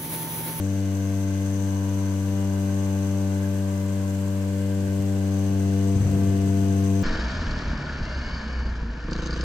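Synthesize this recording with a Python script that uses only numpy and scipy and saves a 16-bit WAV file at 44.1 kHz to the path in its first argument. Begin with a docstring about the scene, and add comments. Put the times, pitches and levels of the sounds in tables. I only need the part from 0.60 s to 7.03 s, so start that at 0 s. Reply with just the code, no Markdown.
"""On a wooden table, a small battery fan hums. Each turn of its rotor sends out a pressure pulse,
heard as a stack of tones with a buzzy edge. Air rushes through the ringing plastic grille, and
the motor's brushes hiss and whine. A hand-held microphone drifts about, then moves in close,
so the tones swell and fade one by one. The hand rustles on the microphone's case, with a few
dull knocks and one tiny tick."""
import sys
import numpy as np
from scipy import signal
from scipy.fft import rfft, irfft, next_fast_len
from scipy.io import wavfile

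SR = 44100
rng = np.random.default_rng(int(sys.argv[2]) if len(sys.argv) > 2 else 0)


def store_wav(level_fs):
    """Save 16-bit WAV to argv[1]."""
    pcm = np.round(np.clip(np.atleast_2d(level_fs), -1, 1) * 32767)
    wavfile.write(sys.argv[1], SR, pcm.T.astype(np.int16))


N = 283563
ECHO_TURNS = .45   # lag of the wall's reflection, in rotor turns
CUTOFF_HZ = 15600

# The rotor's slightly sagging speed. Each row: time in seconds, turns per second.
ROTOR_SPEED = [(0, 97.58), (2.4, 97.45), (3.25, 97.3), (4.3, 97.49), (5.6, 97.27), (6.43, 97.29)]
# The microphone backs off, then moves in. Each row: time in seconds, closeness from 0 to 1.
MIC_CLOSENESS = [(0, 0.24), (2.7, .32), (3.2, 0.02), (3.7, 0), (4.3, .25), (4.85, 0.56), (5.3, 0.88),
                 (6.1, 0.95), (6.43, 0.95)]
# The body of the hum. Each row: order (harmonic number), level from afar in dB, dB gained close up,
# exponent on closeness, dB gained as the microphone shifts, pan in dB (positive is left).
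HUM_TONES = [(1, -27, 4.5, 1.17, -0.03, 4.5), (2, -31.5, 4.5, 1.17, 1.9, 1.55),
             (3, -34, 6.5, 0.86, -1.5, 1), (4, -50, 9.5, 0.76, 3.5, 13), (5, -45, 4.5, 2.2, -0.66, 0),
             (6, -44.5, -15, 2.85, 3.5, 4.6), (7, -56.5, 16, 1.38, -0.7, 7.5)]
# Spots where one order is strong or weak.
# Each row: order, centre in seconds, half-length in seconds, gain in dB.
ORDER_SWELLS = [(7, .5, .3, 4.5), (10, 1.6, 0.63, 5), (8, 2.0, .3, 1), (5, 1.92, .15, -3.5),
                (9, 2.2, .8, 1), (6, 2.9, 0.33, 1), (5, 4.15, 0.35, 4.5), (4, 4.3, .25, 2),
                (8, 4.85, 0.45, 8), (5, 5.28, 0.18, 4)]
# Brief dips in the upper tones. Each row: centre in seconds, half-length in seconds, gain in dB.
TONE_DIPS = [(1.63, .06, -2.5), (5.44, 0.056, -12)]
# The weaker buzz above the hum. Each row: order (rounded when played), relative level in dB, pan in dB.
BUZZ_TONES = [(8, 0, 3), (9, 0.5, -5), (10, 0, 6), (11, -2, 5), (11.9, -2.5, -4), (13.1, -15, 8),
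              (14.2, -10.5, -13), (15.2, -7, 11), (16.2, -5.5, -3), (17, -18, -14), (18, -7.5, -3),
              (19, -25, 10), (20.1, -33, 1), (21.1, -7, 9.5), (23, -29, 14), (24, -25, 5), (25, -15, -1),
              (30, -8, -8), (36, -16, -11)]
# The swell shared by buzz and rasp. Each row: time in seconds, relative level in dB.
BUZZ_SWELL = [(0, -50.5), (.4, -51), (.9, -48), (1.6, -47.5), (2.1, -47), (3.2, -47.5), (4.15, -51.5),
              (4.7, -49), (6.43, -47.5)]
# Air through the grille. Each row: frequency in Hz, left and right relative levels in dB.
AIR_COLOUR = [(30, -78, -83), (62.5, -70.5, -83), (143, -77.5, -71.5), (228, -65.5, -71), (453, -76, -74.5),
              (477, -66.5, -95), (670, -78, -79), (1000, -83, -87), (1330, -83, -98), (1830, -83.5, -81.5),
              (2400, -86, -82.5), (2670, -81, -83), (3820, -88, -87), (4100, -85.5, -86),
              (5100, -84.5, -91.5)]
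# Brushes sliding on the commutator. Each row: frequency in Hz, left and right relative levels in dB.
BRUSH_COLOUR = [(5960, -87.5, -87), (6770, -78.5, -84), (6660, -86.5, -87), (7170, -79.5, -88),
                (7800, -79.5, -102), (8300, -83, -100), (8650, -80.5, -100.5), (9150, -94.5, -105),
                (9500, -87.5, -100), (12100, -95, -92.5), (15600, -97, -97)]
# The motor can's main ring. Each row: time in seconds, level in dB.
CAN_RING_LEVEL = [(0, -51.5), (1.45, -51), (1.7, -53.5), (2.6, -52.5), (3.3, -59), (4.1, -62.5),
                  (4.95, -51), (5.8, -55), (6.25, -51)]
# The thin whine of the commutator's sparks. Each row: frequency in Hz, relative level in dB.
WHINE_COLOUR = [(7000, -74.5), (8200, -77), (9600, -78), (11000, -75), (12200, -75), (13500, -78),
                (15500, -83)]
# The whine's slow rise and fall. Each row: time in seconds, gain in dB.
WHINE_SWELL = [(0, 0), (1.7, .3), (2.1, 1.5), (2.8, 1.3), (3.2, -1.5), (5.0, -1.5), (5.6, 0), (6.43, -0.5)]
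# The grille rattles harder. Each row: centre in seconds, half-length in seconds, gain in dB.
GRILLE_RATTLES = [(2.83, .07, 4.5), (4.27, 0.076, 4)]
# The hand slides on the case. Each row: start in seconds, level in dB, fade in dB per second.
HAND_SLIDES = [(4.2, -46, 30), (4.85, -42, 21), (5.365, -26.5, 25.5), (5.72, -37, 10), (6.2, -48, 10)]
# The dull sound of rubbing skin. Each row: frequency in Hz, relative level in dB.
SKIN_COLOUR = [(60, 1.5), (140, 1), (240, -7), (340, -13), (600, -16.5), (900, -27.5), (2000, -35),
               (6000, -71)]
# Fingers knock on the case. Each row: start in seconds, strength in dB.
FINGER_KNOCKS = [(4.227, -31), (4.276, -29), (4.394, -27), (4.888, -32), (5.058, -31), (5.357, -16),
                 (5.399, -25), (5.602, -29), (6.052, -29)]
# The case's thud. Each row: frequency in Hz, relative level in dB, seconds to fade by 60 dB.
CASE_MODES = [(86, -1, .07), (125, 0, .06), (225, -8, .03)]


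def hum(angle, close, flutter=0.0066, right_lag_rad=0.087, shift_at_s=1.72, shift_takes_s=.14):
    """One lopsided pressure pulse per turn, a little later on the right; higher orders flutter more."""
    out = 0
    ears = angle - np.array([[0], [right_lag_rad]])
    # early on, the microphone shifts to a new spot
    shifted = np.clip((np.arange(N) / SR - shift_at_s) / shift_takes_s + .5, 0, 1)
    for order, far_db, close_db, exponent, shift_db, pan_db in HUM_TONES:
        level_db = far_db + close_db * close ** exponent + shift_db * shifted + swells_and_dips(order)
        # above the third order the sound comes mostly by way of the wall
        echo_lag = 2 * np.pi * ECHO_TURNS * max(0, order - 3)
        tone = np.sqrt(2) * np.cos(order * ears + np.pi / 3 - echo_lag)
        waver = 1 + flutter * order * drift(23)
        out += pan(pan_db) * from_db(level_db) * waver * tone
    return out


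def buzz(angle, contour_db, scatter=0.67, ear_spread_rad=0.74, base_db=-56):
    """Each pulse's sharp edge bounces off table and wall; its orders fade as the microphone drifts."""
    out = 0
    swell_db = contour_db - np.mean(contour_db)
    for order, order_db, pan_db in BUZZ_TONES:
        order = round(order)
        direct = np.exp(1j * ear_spread_rad * rng.choice([-1, 1]) * np.array([[1], [-1]]))
        scattered = np.array([drift(2.06) + 1j * drift(3.0) for ear in range(2)]) / np.sqrt(2)
        phase = order * (angle - 2 * np.pi * ECHO_TURNS)
        tone = rms_one(np.real((direct + scatter * scattered) * np.exp(1j * phase)))
        share = min(1, 12 / order) ** 2   # orders above the twelfth swell less
        level_db = base_db + order_db + share * swell_db + swells_and_dips(order)
        out += pan(pan_db) * from_db(level_db) * tone
    return out


def swells_and_dips(order, full_dip_order=4.1):
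    """One order's gain in dB: its own slow swells, plus two brief shared dips; low orders dip less."""
    swells_db = bumps([row[1:] for row in ORDER_SWELLS if row[0] == order])
    return swells_db + min(1, order / full_dip_order) ** 2 * bumps(TONE_DIPS)


def air(close):
    """Turbulence behind the blades, coloured by the grille; louder and further left close up."""
    rush = noise(AIR_COLOUR, alike_hz=950, high_hz=5500)
    return from_db(-44 + 1.7 * close) * pan(.5 + 2.3 * close) * rush


def rasp(angle, close, contour_db, pulsing=0.96):
    """Each turn sheds a puff of eddies; they swell with the buzz and are fainter in front of the hub."""
    eddies = rng.standard_normal((2, N)) + rng.standard_normal(N)
    puffs = (1 + pulsing * np.cos(angle)) * eddies
    return from_db(contour_db - 5.5 - 3 * close) * resonate(puffs, hz=1000, width_hz=330)


def brushes(angle, close, pulsing=0.14, flicker_db=1.45, hiss_db=-50.5):
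    """Sliding contact hisses, rings the motor can and presses harder once a turn."""
    pressure = (1 + pulsing * np.cos(angle)) * from_db(flicker_db * drift(46))
    hiss = from_db(hiss_db) * noise(BRUSH_COLOUR, alike_hz=1490, low_hz=5430)
    return pressure * (motor_can(close) + hiss)


def motor_can(close):
    """The brushes keep two modes of the metal can ringing; the upper one comes forward close up."""
    scrape = rng.standard_normal((2, N))
    main = from_db(in_time(CAN_RING_LEVEL)) * pan(11) * resonate(scrape, hz=6150, width_hz=380)
    upper = from_db(-69 + 11.5 * close) * pan(9) * resonate(scrape, hz=8100, width_hz=330)
    return main + upper


def whine(angle, wobble_rad=0.026, flicker_db=1.1, lift_db=2.5):
    """The commutator's fine crackle repeats each turn, making a comb of thin, uneven treble lines."""
    size = 4096   # points in one turn
    hz = np.arange(size // 2 + 1) * np.mean(np.array(ROTOR_SPEED)[:, 1])
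    in_band = (hz > WHINE_COLOUR[0][0]) & (hz < CUTOFF_HZ)
    lines = from_db(at_hz(WHINE_COLOUR, hz)) * in_band
    one_turn = irfft(lines * rfft(rng.standard_normal((2, size)))) * np.sqrt(size / 2)
    place = (angle + wobble_rad * drift(3.0)) / (2 * np.pi) % 1 * size
    crackle = np.array([np.interp(place, np.arange(size), ear) for ear in one_turn])
    level_db = lift_db + in_time(WHINE_SWELL) + flicker_db * drift(6.8)
    return from_db(level_db) * pan(5.5) * crackle


def grille(close, chatter_db=2):
    """The loose plastic grille rings in short uneven swells; a higher resonance shows close up."""
    shake = rng.standard_normal((2, N)) + rng.standard_normal(N)
    level_db = -54.5 - 3.5 * close + bumps(GRILLE_RATTLES) + chatter_db * drift(21)
    rattle = from_db(level_db) * pan(-4.5) * resonate(shake, hz=1560, width_hz=170)
    upper = resonate(rng.standard_normal((2, N)), hz=2600, width_hz=600)
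    return rattle + from_db(-70 + 10.5 * close) * upper


def hand_rustle(grip_db=-53.5, attack_s=.05, lumpy_db=1.5):
    """Skin rubs unevenly on the case: each slide builds fast and dies away over a faint resting grip."""
    power = from_db(grip_db) ** 2
    for start_s, db, fade_db_per_s in HAND_SLIDES:
        age = np.maximum(np.arange(N) / SR - start_s, 0)
        slide = np.minimum(age / attack_s, 1) * from_db(db - fade_db_per_s * age)
        power = power + slide ** 2
    friction = np.sqrt(power) * from_db(lumpy_db * drift(9.9))
    return friction * noise(SKIN_COLOUR, alike_hz=1200, low_hz=72)


def finger_knocks():
    """Soft fingertips thud on the case; the microphone passes none of the deep rumble."""
    clicks = np.zeros(N)
    for start_s, strength_db in FINGER_KNOCKS:
        clicks[round(start_s * SR)] = from_db(strength_db)
    thuds = sum(from_db(db) * ring(clicks, hz, t60) for hz, db, t60 in CASE_MODES)
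    return low_cut(thuds, hz=72, poles=5)


def case_tick(start_s=5.515, decay_s=0.0023):
    """The case gives one tiny dry tick on the right."""
    age = np.arange(N) / SR - start_s
    burst = (age > 0) * np.exp(-np.abs(age) / decay_s) * rng.standard_normal((2, N)) + 1e-18
    return from_db(-37) * pan(-15) * low_cut(burst, hz=4000, poles=1)


def from_db(db):
    """Decibels to gain."""
    return 10 ** (np.asarray(db) / 20)


def rms_one(x):
    """Scale to unit power."""
    return x / np.sqrt(np.mean(x ** 2) + 1e-20)


def in_time(rows):
    """A curve's value at every sample."""
    seconds, values = np.transpose(rows)
    return np.interp(np.arange(N) / SR, seconds, values)


def at_hz(points, hz):
    """Each level column of a spectrum at the given frequencies."""
    knots, *columns = np.transpose(points)
    return np.array([np.interp(np.log(hz + 1e-9), np.log(knots), c) for c in columns])


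def bumps(rows):
    """Bell-shaped rises or dips of level, in dB at every sample."""
    t = np.arange(N) / SR
    return sum(db * np.exp(-((t - centre_s) / half_s) ** 2) for centre_s, half_s, db in rows)


def pan(db):
    """Left and right gains that differ by db and average to one; positive leans left."""
    gains = from_db(np.array([[1], [-1]]) * db / 2)
    return gains / gains.mean(axis=0)


def drift(rate_hz):
    """A smooth random wander of spread 1."""
    hop, settle = 200, 1000   # samples per step; steps for the filter to settle
    r = np.exp(-2 * np.pi * hop * rate_hz / SR)
    steps = rng.standard_normal(N // hop + settle + 2)
    slow = signal.lfilter([1], [1, -2 * r, r * r], steps)[settle:]
    return np.interp(np.arange(N) / hop, np.arange(len(slow)), rms_one(slow))


def noise(colour, alike_hz, low_hz=10, high_hz=20000):
    """Coloured stereo noise of rms 1 between two edges; it narrows towards mono below alike_hz."""
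    size = next_fast_len(N)
    hz = np.arange(size // 2 + 1) * SR / size + 1
    mid, side = rfft(rng.standard_normal((2, size)))
    alike = 1 / (1 + (hz / alike_hz) ** 2)
    ears = np.sqrt(1 + alike) * mid + np.sqrt(1 - alike) * side * [[1], [-1]]
    edges = 1 / np.sqrt((1 + (low_hz / hz) ** 20) * (1 + (hz / high_hz) ** 20))
    return rms_one(irfft(ears * edges * from_db(at_hz(colour, hz)), size)[:, :N])


def ring(clicks, hz, t60):
    """A unit click sets a sine of height 1 ringing."""
    r = np.exp(-np.log(1000) / (t60 * SR))
    w = 2 * np.pi * hz / SR
    return signal.lfilter([0, np.sin(w)], [1, -2 * r * np.cos(w), r * r], clicks + 1e-18)


def resonate(x, hz, width_hz):
    """Pass a sound twice through one resonance, for steep skirts; rms 1."""
    r = np.exp(-np.pi * width_hz / SR)
    section = [1, 0, -1, 1, -2 * r * np.cos(2 * np.pi * hz / SR), r * r]
    return rms_one(signal.sosfilt([section, section], x))


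def low_cut(x, hz, poles):
    """Roll off the lows below hz."""
    return signal.sosfilt(signal.butter(poles, hz, "high", fs=SR, output="sos"), x)


def scene():
    """The rotor's angle drives every tone, closeness sets the balance, and handling lies on top."""
    close = in_time(MIC_CLOSENESS)
    contour_db = in_time(BUZZ_SWELL)
    angle = 2 * np.pi * np.cumsum(in_time(ROTOR_SPEED)) / SR
    tones = hum(angle, close) + buzz(angle, contour_db) + whine(angle)
    motor = brushes(angle, close)
    wind = rasp(angle, close, contour_db) + air(close)
    fan = tones + motor + wind + grille(close)
    handling = pan(1.5) * (hand_rustle() + finger_knocks()) + case_tick()
    return fan + handling


def record(dry):
    """The top end is cut steeply."""
    return signal.sosfilt(signal.ellip(12, .1, 90, CUTOFF_HZ, fs=SR, output="sos"), dry)


dry = scene()
out = record(dry)
store_wav(out)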